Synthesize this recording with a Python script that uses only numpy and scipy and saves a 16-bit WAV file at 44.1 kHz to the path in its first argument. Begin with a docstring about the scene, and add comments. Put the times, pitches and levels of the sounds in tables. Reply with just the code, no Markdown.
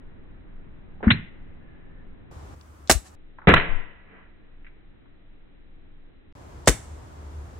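"""Slingshot in a garden

Three shots at a paper target over a breeze and a far engine. Each is a hollow thump of pushed air,
cracks from pouch and paper, then a bright tail scattered by hedges and a faint echo from a house;
the last two also puff on the microphone. The first shot plays at quarter speed, the second at full
speed and again at quarter speed, the third at full speed."""
import sys
import numpy as np
from scipy import signal
from scipy.fft import irfft, next_fast_len
from scipy.io import wavfile
from scipy.ndimage import uniform_filter1d

SR = 44100
rng = np.random.default_rng(int(sys.argv[2]) if len(sys.argv) > 2 else 0)


def generate_wav(sig):
    """Save sig (samples, or channels by samples) to the path in sys.argv[1] as 16-bit PCM at SR."""
    pcm = np.round(np.clip(np.atleast_2d(sig).T, -1, 1) * 32767).astype(np.int16)
    wavfile.write(sys.argv[1], SR, pcm)


N = 334719


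def from_db(db):
    """Decibels to gain."""
    return 10 ** (np.asarray(db) / 20)


def rms_one(x):
    """Scale to unit rms."""
    return x / np.sqrt(np.mean(x ** 2) + 1e-20)


def at_hz(points, hz):
    """Read a curve over log frequency."""
    points = np.array(points)
    return np.interp(np.log(hz + 1), np.log(points[:, 0]), points[:, 1])


def pan(left_db):
    """Stereo gains that put left this far above right."""
    return from_db([[left_db / 2], [-left_db / 2]])


def add(out, s, sound):
    """Mix a sound in at s seconds."""
    at = round(s * SR)
    out[:, at:at + sound.shape[1]] += sound[:, :N - at]


def noise(colour, likeness, size):
    """Unit-rms stereo noise of a given spectrum and left-right correlation."""
    hz = np.arange(size // 2 + 1) * SR / size
    mid, side = np.exp(2j * np.pi * rng.random((2, len(hz))))
    alike = np.clip(at_hz(likeness, hz), -1, 1)
    stereo = np.sqrt(1 + alike) * mid + np.sqrt(1 - alike) * side * [[1], [-1]]
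    return rms_one(irfft(stereo * from_db(at_hz(colour, hz)), size))


def band(x, low_hz, high_hz):
    """Gentle band-pass."""
    return signal.sosfilt(signal.butter(2, [low_hz, high_hz], "band", fs=SR, output="sos"), x)


def around(hz, octaves):
    """Edges of a band centred on a pitch."""
    return hz / 2 ** (octaves / 2), hz * 2 ** (octaves / 2)


def cut_top(x, cutoff_hz=16300):
    """Steep low-pass on the highest treble."""
    return signal.sosfilt(signal.ellip(12, .1, 90, cutoff_hz, fs=SR, output="sos"), x)


def background_gains(crossfade_s=.02):
    """Breeze, calm air and engine hold steady in stretches; the engine also swells and sinks back."""
    # background stretches: (start [s], breeze [dB], calm air [dB], engine [dB])
    weather = np.array([(0, -44, -54.5, -49.5), (2.555, -72.5, -50, -51.5), (6.3, -44.5, -59, -55.5)])
    # bell-shaped engine swells: (peak time [s], rise [dB], sigma [s])
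    swells = [(6.92, 13, 0.065), (7.377, 17, .2)]
    t = np.arange(N) / SR
    stretch = np.searchsorted(weather[1:, 0], t)
    breeze_db, calm_db, engine_db = uniform_filter1d(weather[stretch, 1:].T, round(crossfade_s * SR))
    swell_db = sum(rise_db * np.exp(-.5 * ((t - s) / sigma) ** 2) for s, rise_db, sigma in swells)
    return from_db([breeze_db, calm_db, engine_db + swell_db])


def far_engine(hz=74, width_hz=20, waver_depth=.25):
    """A far engine idles: a low, slightly wavering drone."""
    waver = rms_one(band(rng.standard_normal(N), hz - width_hz / 2, hz + width_hz / 2))
    return rms_one(np.sin(2 * np.pi * hz * np.arange(N) / SR) + waver_depth * waver)


def outdoors():
    """The ambience bed: breeze over calm air, with the far engine."""
    # spectra of breeze and calm air: (frequency [Hz], level [dB])
    breeze_colour = [(20, -17.5), (45, -3), (75, -1), (140, -9), (200, -16), (310, -12.5), (450, -17),
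                     (950, -18), (1500, -25), (2600, -34.5), (4500, -39), (7400, -38.5), (10500, -46.5),
                     (16000, -54.5)]
    calm_colour = [(30, -21), (75, -4.5), (130, -16.5), (220, -20), (310, -19.5), (450, -25), (800, -27),
                   (1150, -24), (2000, -35.5), (4000, -45.5), (7500, -42.5), (11000, -48), (16000, -52)]
    # stereo image of the air: (frequency [Hz], left-right correlation)
    likeness = [(60, 1), (240, 0.46), (950, -0.35), (3770, 0.07), (15000, -0.36)]
    breeze_gain, calm_gain, engine_gain = background_gains()
    size = next_fast_len(N)
    breeze = breeze_gain * noise(breeze_colour, likeness, size)[:, :N]
    calm = calm_gain * noise(calm_colour, likeness, size)[:, :N]
    return (breeze + calm + engine_gain * far_engine()) * pan(left_db=.5)


def peep(s=1.19, length_s=.14, hz=6990, width_hz=490, level_db=-66):
    """A faint high peep, like a small bird in the hedge."""
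    out, size = np.zeros((2, N)), round(length_s * SR)
    tone = band(rng.standard_normal((2, size)), hz - width_hz / 2, hz + width_hz / 2)
    add(out, s, from_db(level_db) * rms_one(tone) * signal.windows.tukey(size, .5))
    return out


def garden_reverb(shots, build_s=.0013, trees_t60_s=.82, echo_s=.162, blur_s=.012):
    """Near leaves scatter a short dense tail, far trees a faint duller one; a house echoes softly."""
    # spectrum of the scatter: (frequency [Hz], level [dB])
    colour = [(100, 0), (400, -8.5), (1200, -5.5), (2800, -3), (5000, -4.5), (8000, 0), (12000, -2),
              (16000, -9.5)]
    # its stereo image: (frequency [Hz], left-right correlation)
    likeness = [(200, 0.98), (1000, .35), (4000, 0.8), (9000, 0.099)]
    # reverb sends per shot: (start [s], end [s], leaves [dB], leaves t60 [s], trees [dB], house [dB])
    sends = [(0, 2, -44.5, 0.12, -70.5, -85), (2, 6, -39.5, 0.18, -70, -73), (6, 8, -42, 0.25, -61.5, -91)]
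    out, t = np.zeros((2, N)), np.arange(SR * 3 // 4) / SR
    for start, end, leaves_db, leaves_t60, trees_db, house_db in sends:
        leaves = from_db(leaves_db - 60 * t / leaves_t60)
        trees = from_db(trees_db - 60 * t / trees_t60_s)
        house = from_db(house_db) * np.exp(-.5 * ((t - echo_s) / blur_s) ** 2)
        near = noise(colour, likeness, len(t)) * (1 - np.exp(-t / build_s))
        far = band(noise(colour, likeness, len(t)), 200, 11000)  # what survives the distance
        response = near * leaves + far * (trees + house)
        shot = shots[:, round(start * SR):round(end * SR)]
        add(out, start, signal.fftconvolve(shot, response, axes=1))
    return out


def spray(level_db, t60, low_hz, high_hz, hold=0, rise_s=.00019, grain_db=3.2):
    """A spray of tiny uneven snaps that flares up, holds and dies in milliseconds."""
    # spectrum of a crack: (frequency [Hz], level [dB])
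    colour = [(150, 0), (600, 7.5), (1500, 3), (2800, -5), (4800, -5.5), (7500, -1), (10000, -5),
              (13000, -7.5), (16000, -3.5)]
    # its stereo image: (frequency [Hz], left-right correlation)
    likeness = [(200, 1), (1000, 0.92), (3000, 0.32), (8000, 0.023)]
    t = np.arange(SR // 10) / SR
    fade = from_db(-60 * np.maximum(t - hold, 0) / t60)
    flare = 1 - np.exp(-t / rise_s)
    grain = from_db(grain_db * rms_one(uniform_filter1d(rng.standard_normal(len(t)), size=10)))
    burst = band(noise(colour, likeness, len(t)) * flare * fade * grain, low_hz, high_hz)
    return from_db(level_db) * rms_one(cut_top(burst)) * np.sqrt(np.mean(fade ** 2))


def far_knock(s=2.4):
    """One faint, dull knock."""
    out = np.zeros((2, N))
    add(out, s, spray(level_db=-42, t60=.0043, low_hz=599.9, high_hz=2000))
    return out


def ticks(t60=.017, octaves=.8):
    """Bands, pouch and twigs tick lightly around the shots."""
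    # narrow-band ticks: (time [s], level [dB], pitch [Hz])
    hits = [(1.0508, -42.5, 3150), (1.0695, -22.5, 6400), (2.61, -49, 4055), (2.8743, -39.5, 4230),
            (2.8825, -43.5, 4613), (2.888, -46, 3790), (3.1895, -50, 7880), (3.1945, -45, 7930),
            (3.292, -58, 4540), (6.659, -41, 5900), (6.666, -42, 4250), (6.6706, -33.5, 5230)]
    out = np.zeros((2, N))
    for s, level_db, hz in hits:
        add(out, s, spray(level_db, t60, *around(hz, octaves)))
    return out


def air_swings(pushes, sag):
    """Pushed air swells and swings for a few cycles, its pitch sagging as the push slackens."""
    out, t = np.zeros((2, N)), np.arange(SR // 10) / SR
    for s, hz, peak_db, swell_s, left_db in pushes:
        age = t / swell_s
        pitch = hz * (1 + sag * (np.exp(-age / 2) - .5))
        phase = 2 * np.pi * np.cumsum(pitch) / SR
        envelope = from_db(peak_db) * age * np.exp(1 - age)
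        add(out, s, envelope * np.sin(phase) * pan(left_db))
    return out


def puffs():
    """Slow puffs of air reach the microphone, sucking before they push."""
    # bass puffs: (time [s], pitch [Hz], peak [dB], swell [s], left over right [dB])
    pushes = [(2.910, 66, -21.5, .007, 12), (2.950, 56.44, -25.5, 0.0079, 28.5),
              (6.685, 54.5, -15.5, 0.0098, 10)]
    return -air_swings(pushes, sag=.23)


def thumps():
    """Pouch and sheet push the air into hollow thumps."""
    # thumps: (time [s], pitch [Hz], peak [dB], swell [s], left over right [dB])
    pushes = [ (1.0670, 881, -7, 0.0017, 3.5), (1.0718, 1025, -19, 0.002, -5),
              (1.0758, 927, -16, 0.0015, 4), (2.8972, 674, -1.5, 0.00072, 1),
              (2.9012, 1393, -7.5, 0.00063, 3.5), (6.6742, 590, -3, 0.001, 1.5),
              (6.6815, 135, -10.5, 0.0029, 6)]
    return air_swings(pushes, sag=.12)


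def shoves(hz=280, peak_db=-10, swell_s=.0013, left_db=2, flutter_delay_s=.01, flutter_t60=.065):
    """The low body of every shot: one shove of air, then the dull flutter of the sheet."""
    # shots: (time [s], flutter level [dB], flutter pitch [Hz])
    shots = [(1.0674, -17, 523), (2.8978, -18.5, 265), (6.675, -16.5, 290)]
    out = air_swings([(s, hz, peak_db, swell_s, left_db) for s, _, _ in shots], sag=.071)
    for s, flutter_db, flutter_hz in shots:
        add(out, s + flutter_delay_s, spray(flutter_db, flutter_t60, *around(flutter_hz, octaves=1.2)))
    return out


def crunches(t60=.059):
    """Pouch and paper crackle densely for a moment, then die away."""
    # crunches: (time [s], level [dB], hold [s], low edge [Hz], high edge [Hz])
    hits = [(1.0567, -29, 0.0054, 810, 5800), (2.8976, -10.5, .006, 600, 9473),
            (6.6737, -11.5, 0.0082, 1160, 8700)]
    out = np.zeros((2, N))
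    for s, level_db, hold, low_hz, high_hz in hits:
        add(out, s, spray(level_db, t60, low_hz, high_hz, hold))
    return out


def snaps(rebounds=3, first_gap_s=.0058, slowing=1.35, loss_db=11):
    """A whip-like crack, then the slack bands slap back, each time later and weaker."""
    # cracks: (time [s], level [dB], t60 [s], low edge [Hz], high edge [Hz], first rebound [dB])
    hits = [(1.0757, -7, 0.0093, 4740, 15500, -32.5), (1.0781, -12.5, 0.01, 8000, 16000, -35.5),
            (2.8961, -6.5, 0.0053, 1492, 10800, -25), (2.9129, -1, 0.0068, 2998, 11970, -13.5),
            (6.6868, -5, 0.0073, 305, 9900, -17.5)]
    out = np.zeros((2, N))
    for s, level_db, t60, low_hz, high_hz, rebound_db in hits:
        add(out, s, spray(level_db, t60, low_hz, high_hz))
        for k in range(rebounds):
            slap = spray(rebound_db - k * loss_db, t60=.031, low_hz=4300, high_hz=11700)
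            add(out, s + first_gap_s * (k + 1) ** slowing, slap)
    return out


def scene():
    """The garden at natural speed; all cue times run on this clock."""
    shots = ticks() + crunches() + snaps() + shoves() + thumps()
    return shots + garden_reverb(shots) + far_knock() + puffs() + peep() + outdoors()


def record(dry):
    """The microphone sheds rumble and overloads on peaks; slow motion drops the sound two octaves."""
    # playback order: (start [s], end [s], start in the scene [s], slowdown [x])
    passages = [(0, 2.312, .8, 4), (2.312, 3.152, 2.312, 1), (3.152, 6.325, 2.8164, 4),
                (6.352, 7.6, 6.352, 1)]
    rumble_cut = signal.butter(2, 28, "high", fs=SR, output="sos")
    overloaded = cut_top(np.clip(signal.sosfilt(rumble_cut, dry), -.95, .95))
    out = np.zeros((2, N))
    for start, end, source, slower in passages:
        piece = overloaded[:, round(source * SR):round((source + (end - start) / slower) * SR)]
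        add(out, start, signal.resample_poly(piece, slower, 1, axis=1, window=("kaiser", 9)))
    return cut_top(np.clip(out, -1, 1))


dry = scene()
out = record(dry)
generate_wav(out)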